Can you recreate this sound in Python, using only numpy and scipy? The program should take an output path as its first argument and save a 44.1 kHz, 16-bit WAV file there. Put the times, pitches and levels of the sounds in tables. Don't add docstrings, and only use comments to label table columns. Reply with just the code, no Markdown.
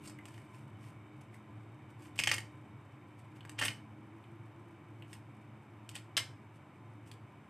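import sys
import numpy as np
from scipy import signal
from scipy.fft import rfft, irfft, next_fast_len
from scipy.io import wavfile

SR = 44100
rng = np.random.default_rng(int(sys.argv[2]) if len(sys.argv) > 2 else 0)


def generate_wav(sig):
    pcm = np.round(np.clip(np.atleast_2d(sig).T, -1, 1) * 32767).astype(np.int16)
    wavfile.write(sys.argv[1], SR, pcm)


N = 330309
TIME = np.arange(N) / SR
FULL_SNAP_DB = -27.5
STEREO_ABOVE_HZ = 4600

# frequency in Hz, level in dB.
AIR_TONE = [(25, -23.5), (58, -43), (92, 4.5), (190, 3), (330, 1), (430, -7), (1000, -4.5), (1700, -12.5),
            (2400, -14.5), (3500, -27), (4200, -34.5), (6800, -39), (8200, -57.5), (13000, -39)]
# pitch in Hz, width in Hz, level in dB.
DRONES = [(110.2, 1.6, -57.5), (109.3, 36, -59.5), (134.7, 20, -62), (211.9, 4.2, -67), (248.3, 4.1, -95.5),
          (301.8, 12.5, -64.5), (341.6, 28.1, -70), (407, 11, -77), (903, 21, -78.5), (1022.4, 14, -74.5),
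          (2268, 160, -74), (3028, 64, -83.5), (3685, 150, -87), (7820, 850, -93)]
# time in seconds, gain in dB.
HUM_GAIN = [(0, 4.5), (.5, 2), (4.5, -1.4), (7.4, -1.5)]
# time in seconds, pitch in Hz, level in dB.
CLIMB_PATH = [(0, 324, -82), (2.8, 301.8, -77), (3.603, 302, -61.5), (4.299, 337, -57.5), (5, 337.5, -61),
              (6.001, 340.3, -76), (7.5, 336, -99)]
# delay in seconds, level in dB.
NEAR_ECHOES = [(.0011, -18.5), (.0036, -7.5), (.0068, -13.5), (0.023, -12.5)]
# frequency in Hz, seconds to fade by 60 dB.
ROOM_FADE = [(300, 0.51), (2500, 0.25), (6000, 0.28), (12000, 0.23)]
# pitch in Hz, level in dB, seconds to fade 60 dB.
BOWL_NOTES = [(1720, -17, 0.015), (2050, -2, 0.028), (2530, -7, 0.012), (2980, -10, 0.039),
              (3550, -22, 0.0096), (7950, 12, 0.028)]
# start in seconds, level in dB, pitch of the tap in Hz.
SEED_TAPS = [(0.1873, -44, 1790), (1.343, -48.5, 2190), (3.4075, -43.5, 3200), (4.24, -52, 2900),
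             (5.023, -44, 2670)]
# middle in seconds, level in dB, half length in seconds.
PULLS = [(.068, -55.5, 0.033), (.35, -71, 0.092), (.57, -74.5, .06), (.857, -68.5, .05),
         (1.215, -67.5, 0.0062), (1.347, -71, 0.021), (1.905, -71, .01), (2.045, -65, 0.042),
         (2.163, -53, .005), (3.195, -71, 0.014), (3.368, -72, 0.015), (3.657, -34, .0098),
         (5.13, -67.5, 0.04), (5.956, -53, 0.0091), (6.557, -74, 0.013), (7.08, -67, 0.019)]
# frequency in Hz, level in dB.
PITH_TONE = [(300, -7), (1000, -6.5), (2800, 4), (4000, -6), (4900, -3.5), (6800, -5.5), (8400, 2),
             (10500, -7.5), (13000, -7.5)]
# middle in seconds, level in dB, half length in seconds.
RIND_RIPS = [(2.333, -36, .0065), (3.588, -44, 0.0047), (3.632, -41, 0.03), (3.668, -44, 0.0038),
             (5.957, -55.5, 0.016)]
# frequency in Hz, level in dB.
RIND_TONE = [(40, -13), (130, -20), (300, 1.5), (550, -2), (900, 2.5), (1400, 6.5), (1900, 5.5),
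             (3100, 0.5), (3700, -1), (5100, 2), (6800, 3), (8600, 1.5), (10300, -3.5), (13000, -4.5)]
# pitch in Hz, width in Hz, level in dB.
HOLLOW_NOTES = [(1760, 18, -9), (1848, 42, 5.5), (2178, 52, 2), (2446, 49, 6), (2660, 100, -8),
                (2730, 160, -6.5), (3020, 235, 6), (3090, 90, -13), (4610, 97, 4.5), (5130, 120, 1.5),
                (8250, 490, -2)]
# start in seconds, level in dB, pitch of the freed piece in Hz,
# thump gain in dB, treble gain in dB, level change per jump of the crack in dB.
RIND_SNAPS = [(0.075, -49.5, 4500, 5, 1.5, -7), (0.097, -54.5, 4500, 8, 2, -14),
              (.2552, -49, 3060, 3, -2, -12), (.2836, -54.5, 2020, -4, -2, -12),
              (.342, -54.5, 2950, -5, -11, -12), (.379, -54, 2200, -10, -10, -8),
              (0.546, -56.5, 2100, -12, -12, -10), (2.178, -48.5, 3000, -1, -3, -3),
              (2.19, -23.5, 2670, -10, -11, -3), (2.237, -24.5, 2700, -18, -6.5, -13),
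              (2.273, -21, 2520, -6.5, -10, -10.5), (2.2902, -30.5, 3050, -23, -12, -4.5),
              (2.3148, -20.5, 2400, -9, -7, -11.5), (2.3415, -34, 2460, -19, 1.5, -13),
              (2.382, -35, 2060, -16, -4.5, -12), (3.451, -51.5, 1780, 7, -8, -11),
              (3.4948, -46, 1830, -6, -0.5, -18), (3.59, -33, 2840, -6.5, -8.5, -1.5),
              (3.614, -32, 1910, -0.5, -9.5, -2.5), (3.6252, -27.5, 1820, -3.5, -14, -7),
              (3.637, -36, 1800, 0, -3, -8), (3.6824, -27.5, 2480, -13, -16, -9.5),
              (5.1305, -45.5, 2270, -11, -3.5, -18), (5.8914, -43, 3240, -19, -1.5, -13),
              (5.954, -42.5, 2500, -11, 2.5, -21), (5.963, -38.5, 3600, -3.5, -11, -19),
              (6.1681, -21, 3650, -13.5, -10, -3), (6.176, -24.5, 2450, -12.5, -10, -5),
              (7.115, -44.5, 3400, -17, -6, -19)]


def undb(db):
    return 10 ** (np.asarray(db) / 20)


def unit(x):
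    return x / np.sqrt(np.mean(x ** 2))


def energy_one(x):
    return x / np.linalg.norm(x)


def on_log_axis(points, hz):
    row_hz, value = np.transpose(points)
    return np.interp(np.log(np.maximum(hz, 1)), np.log(row_hz), value)


def colour(x, points, size=8192):
    gains = undb(on_log_axis(points, np.fft.rfftfreq(size, 1 / SR)))
    cepstrum = irfft(np.log(gains))
    cepstrum[1:size // 2] *= 2
    cepstrum[size // 2 + 1:] = 0
    response = irfft(np.exp(rfft(cepstrum)))
    return signal.fftconvolve(x, energy_one(response))[:len(x)]


def resonate(x, hz, width):
    return signal.lfilter(*signal.iirpeak(hz, hz / width, fs=SR), x)


def cut(x, hz, kind, order=2):
    return signal.sosfilt(signal.butter(order, hz, kind, fs=SR, output="sos"), x)


def add(track, s, sound):
    start = max(int(s * SR), 0)
    track[start:start + len(sound)] += sound[:N - start]


def swells(table):
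    out = np.zeros(N)
    for s, db, half in table:
        near = slice(*np.searchsorted(TIME, [s - 4 * half, s + 4 * half]))
        out[near] += undb(db) * np.exp(-((TIME[near] - s) / half) ** 2)
    return out


def after_snaps(release_s):
    kicks = np.zeros(N)
    for s, db, *_ in RIND_SNAPS:
        add(kicks, s, undb([db - FULL_SNAP_DB]))
    return signal.lfilter([1], [1, -np.exp(-1 / (release_s * SR))], kicks)


def drones():
    size = next_fast_len(N)
    hz = np.fft.rfftfreq(size, 1 / SR)
    power = 0
    for centre, width, db in DRONES:
        band = unit(1 / (1 + (1.8 * (hz - centre) / width) ** 2))
        power += (undb(db) * band) ** 2
    return irfft(rfft(rng.standard_normal(size)) * np.sqrt(power), size)[:N]


def climbing_drone():
    s, hz, db = np.transpose(CLIMB_PATH)
    waver = unit(1.33 + unit(cut(rng.standard_normal(N), 13, "low")))
    phase = 2 * np.pi * np.cumsum(np.interp(TIME, s, hz)) / SR
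    return undb(np.interp(TIME, s, db)) * waver * np.sin(phase)


def appliance(swell_db=-10):
    air = undb(-58.5) * unit(colour(rng.standard_normal(N), AIR_TONE))
    sinking = undb(np.interp(TIME, *np.transpose(HUM_GAIN)))
    swelling = 1 + undb(swell_db) * after_snaps(release_s=0.087)
    hum = cut(drones(), 81.5, "high", order=4) * sinking * swelling
    climb = climbing_drone()
    hiss = undb(-84.5) * cut(rng.standard_normal(N), STEREO_ABOVE_HZ, "high", order=8)
    return air + hum + climb + np.array([hiss, -hiss])


def room_tail(rise_s=0.0034):
    hz, t, spectrum = signal.stft(rng.standard_normal(SR // 2), SR, nperseg=256)
    fade = undb(-60 * t / on_log_axis(ROOM_FADE, hz)[:, None])
    tail = signal.istft(spectrum * fade, SR)[1]
    rise = 1 - np.exp(-TIME[:len(tail)] / rise_s)
    return energy_one(tail * rise)


def late_echoes(direct, count=3):
    weights = np.array([unit(cut(rng.standard_normal(N), 14.1, "low")) for _ in range(count)])
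    weights /= np.linalg.norm(weights, axis=0)
    return sum(signal.fftconvolve(direct * weight, room_tail())[:N] for weight in weights)


def kitchen(direct, room_db=-8.5, side_db=-10, scatter_s=0.029):
    mid = direct + undb(room_db) * late_echoes(direct)
    for delay, db in NEAR_ECHOES:
        add(mid, delay, undb(db) * direct)
    t = TIME[:SR // 8]
    scatter = energy_one(rng.standard_normal(len(t)) * np.exp(-t / scatter_s))
    scattered = signal.fftconvolve(direct, scatter)[:N]
    side = undb(side_db) * cut(scattered, STEREO_ABOVE_HZ, "high", order=20)
    return np.array([mid + side, mid - side])


def seeds(width_hz=1200, contact_s=0.0025):
    out, t = np.zeros(N), TIME[:SR // 10]
    ring = sum(undb(db - 60 * t / fade_s) * np.sin(2 * np.pi * hz * t) for hz, db, fade_s in BOWL_NOTES)
    for s, db, tap_hz in SEED_TAPS:
        contact = rng.standard_normal(len(t)) * np.exp(-t / contact_s)
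        glass = resonate(ring + 2.3 * contact, tap_hz, width_hz)
        tap = resonate(glass, tap_hz, width_hz) + 0.15 * contact
        add(out, s, undb(db) * tap / np.abs(tap).max())
    return out


def fibres(size, per_s, spread_db):
    breaks = rng.random(size) < per_s / SR
    signs = rng.choice([-1, 1], size)
    strengths = undb(spread_db * np.minimum(rng.exponential(size=size), 4))
    return unit(breaks * signs * strengths)


def pith(squishes_per_s=6, squish_half_s=0.0033):
    chance = rng.random((int(squishes_per_s * TIME[-1]), 2))
    squishes = [(when * TIME[-1], -73 + 20 * np.log10(size), squish_half_s) for when, size in chance]
    peeling = undb(-48.5) * after_snaps(release_s=0.012)
    loudness = undb(-82) + swells(PULLS) + peeling + swells(squishes)
    crackle = fibres(N, per_s=3300, spread_db=3)
    sticky_seeds = undb(-3) * fibres(N, per_s=90, spread_db=2.5)
    return undb(-3.5) * colour(loudness * (crackle + sticky_seeds), PITH_TONE)


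def snap(db, thump_db, treble_db, hz, front_s=0.0024, fibre_fade_s=0.0021):
    t = TIME[:2048]
    front = energy_one(rng.choice([-1, 1], len(t)) * np.exp(-(t / front_s) ** 2))
    force = energy_one(fibres(len(t), per_s=9000, spread_db=5) * np.exp(-t / fibre_fade_s))
    bite = front + force
    fine = undb(-1) * resonate(bite, hz=8150, width=1400)
    coarse = undb(1 + db - FULL_SNAP_DB) * resonate(bite, hz=5200, width=1400)
    treble = undb(treble_db) * energy_one(cut(bite + fine + coarse, 4200, "high", order=4))
    force[0] += 1
    ring = energy_one(cut(resonate(force, hz, width=900), 980, "high"))
    thump = undb(thump_db) * energy_one(cut(force, 890, "low", order=4))
    return undb(db) * (ring + thump + 2 * treble)


def cracks(jumps=3, gap_s=0.0045, jitter_s=0.0005, pitch_spread=0.06, brighten_db=3):
    force = np.zeros(N)
    for s, db, hz, thump_db, treble_db, fade_db in RIND_SNAPS:
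        for jump in range(jumps):
            add(force, s, snap(db + jump * fade_db, thump_db, treble_db + jump * brighten_db, hz))
            s += gap_s + jitter_s * rng.standard_normal()
            hz *= np.exp(pitch_spread * rng.standard_normal())
    return force


def rind(snap_db=12, rip_db=-7, creak_db=-14):
    ripping = unit(cut(fibres(N, per_s=3600, spread_db=1.5), 4000, "low"))
    ripping = unit(ripping + 1.9 * resonate(ripping, hz=3000, width=1200))
    rips = undb(rip_db) * swells(RIND_RIPS) * ripping
    creaking = unit(cut(fibres(N, per_s=130, spread_db=5), 3000, "low"))
    creaks = undb(creak_db) * swells(PULLS) * creaking
    breaking = colour(undb(snap_db) * cracks() + rips + creaks, RIND_TONE)
    hollow = sum(undb(db) * resonate(breaking, hz, width) for hz, width, db in HOLLOW_NOTES)
    return breaking + hollow


def scene():
    return kitchen(rind() + pith() + seeds()) + appliance()


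def record(dry, ceiling_db=-14, top_hz=13150):
    mid = dry.mean(axis=0)
    rounded = dry - mid + undb(ceiling_db) * np.tanh(mid / undb(ceiling_db))
    return signal.sosfilt(signal.ellip(10, .2, 70, top_hz, fs=SR, output="sos"), rounded)


dry = scene()
out = record(dry)
generate_wav(out)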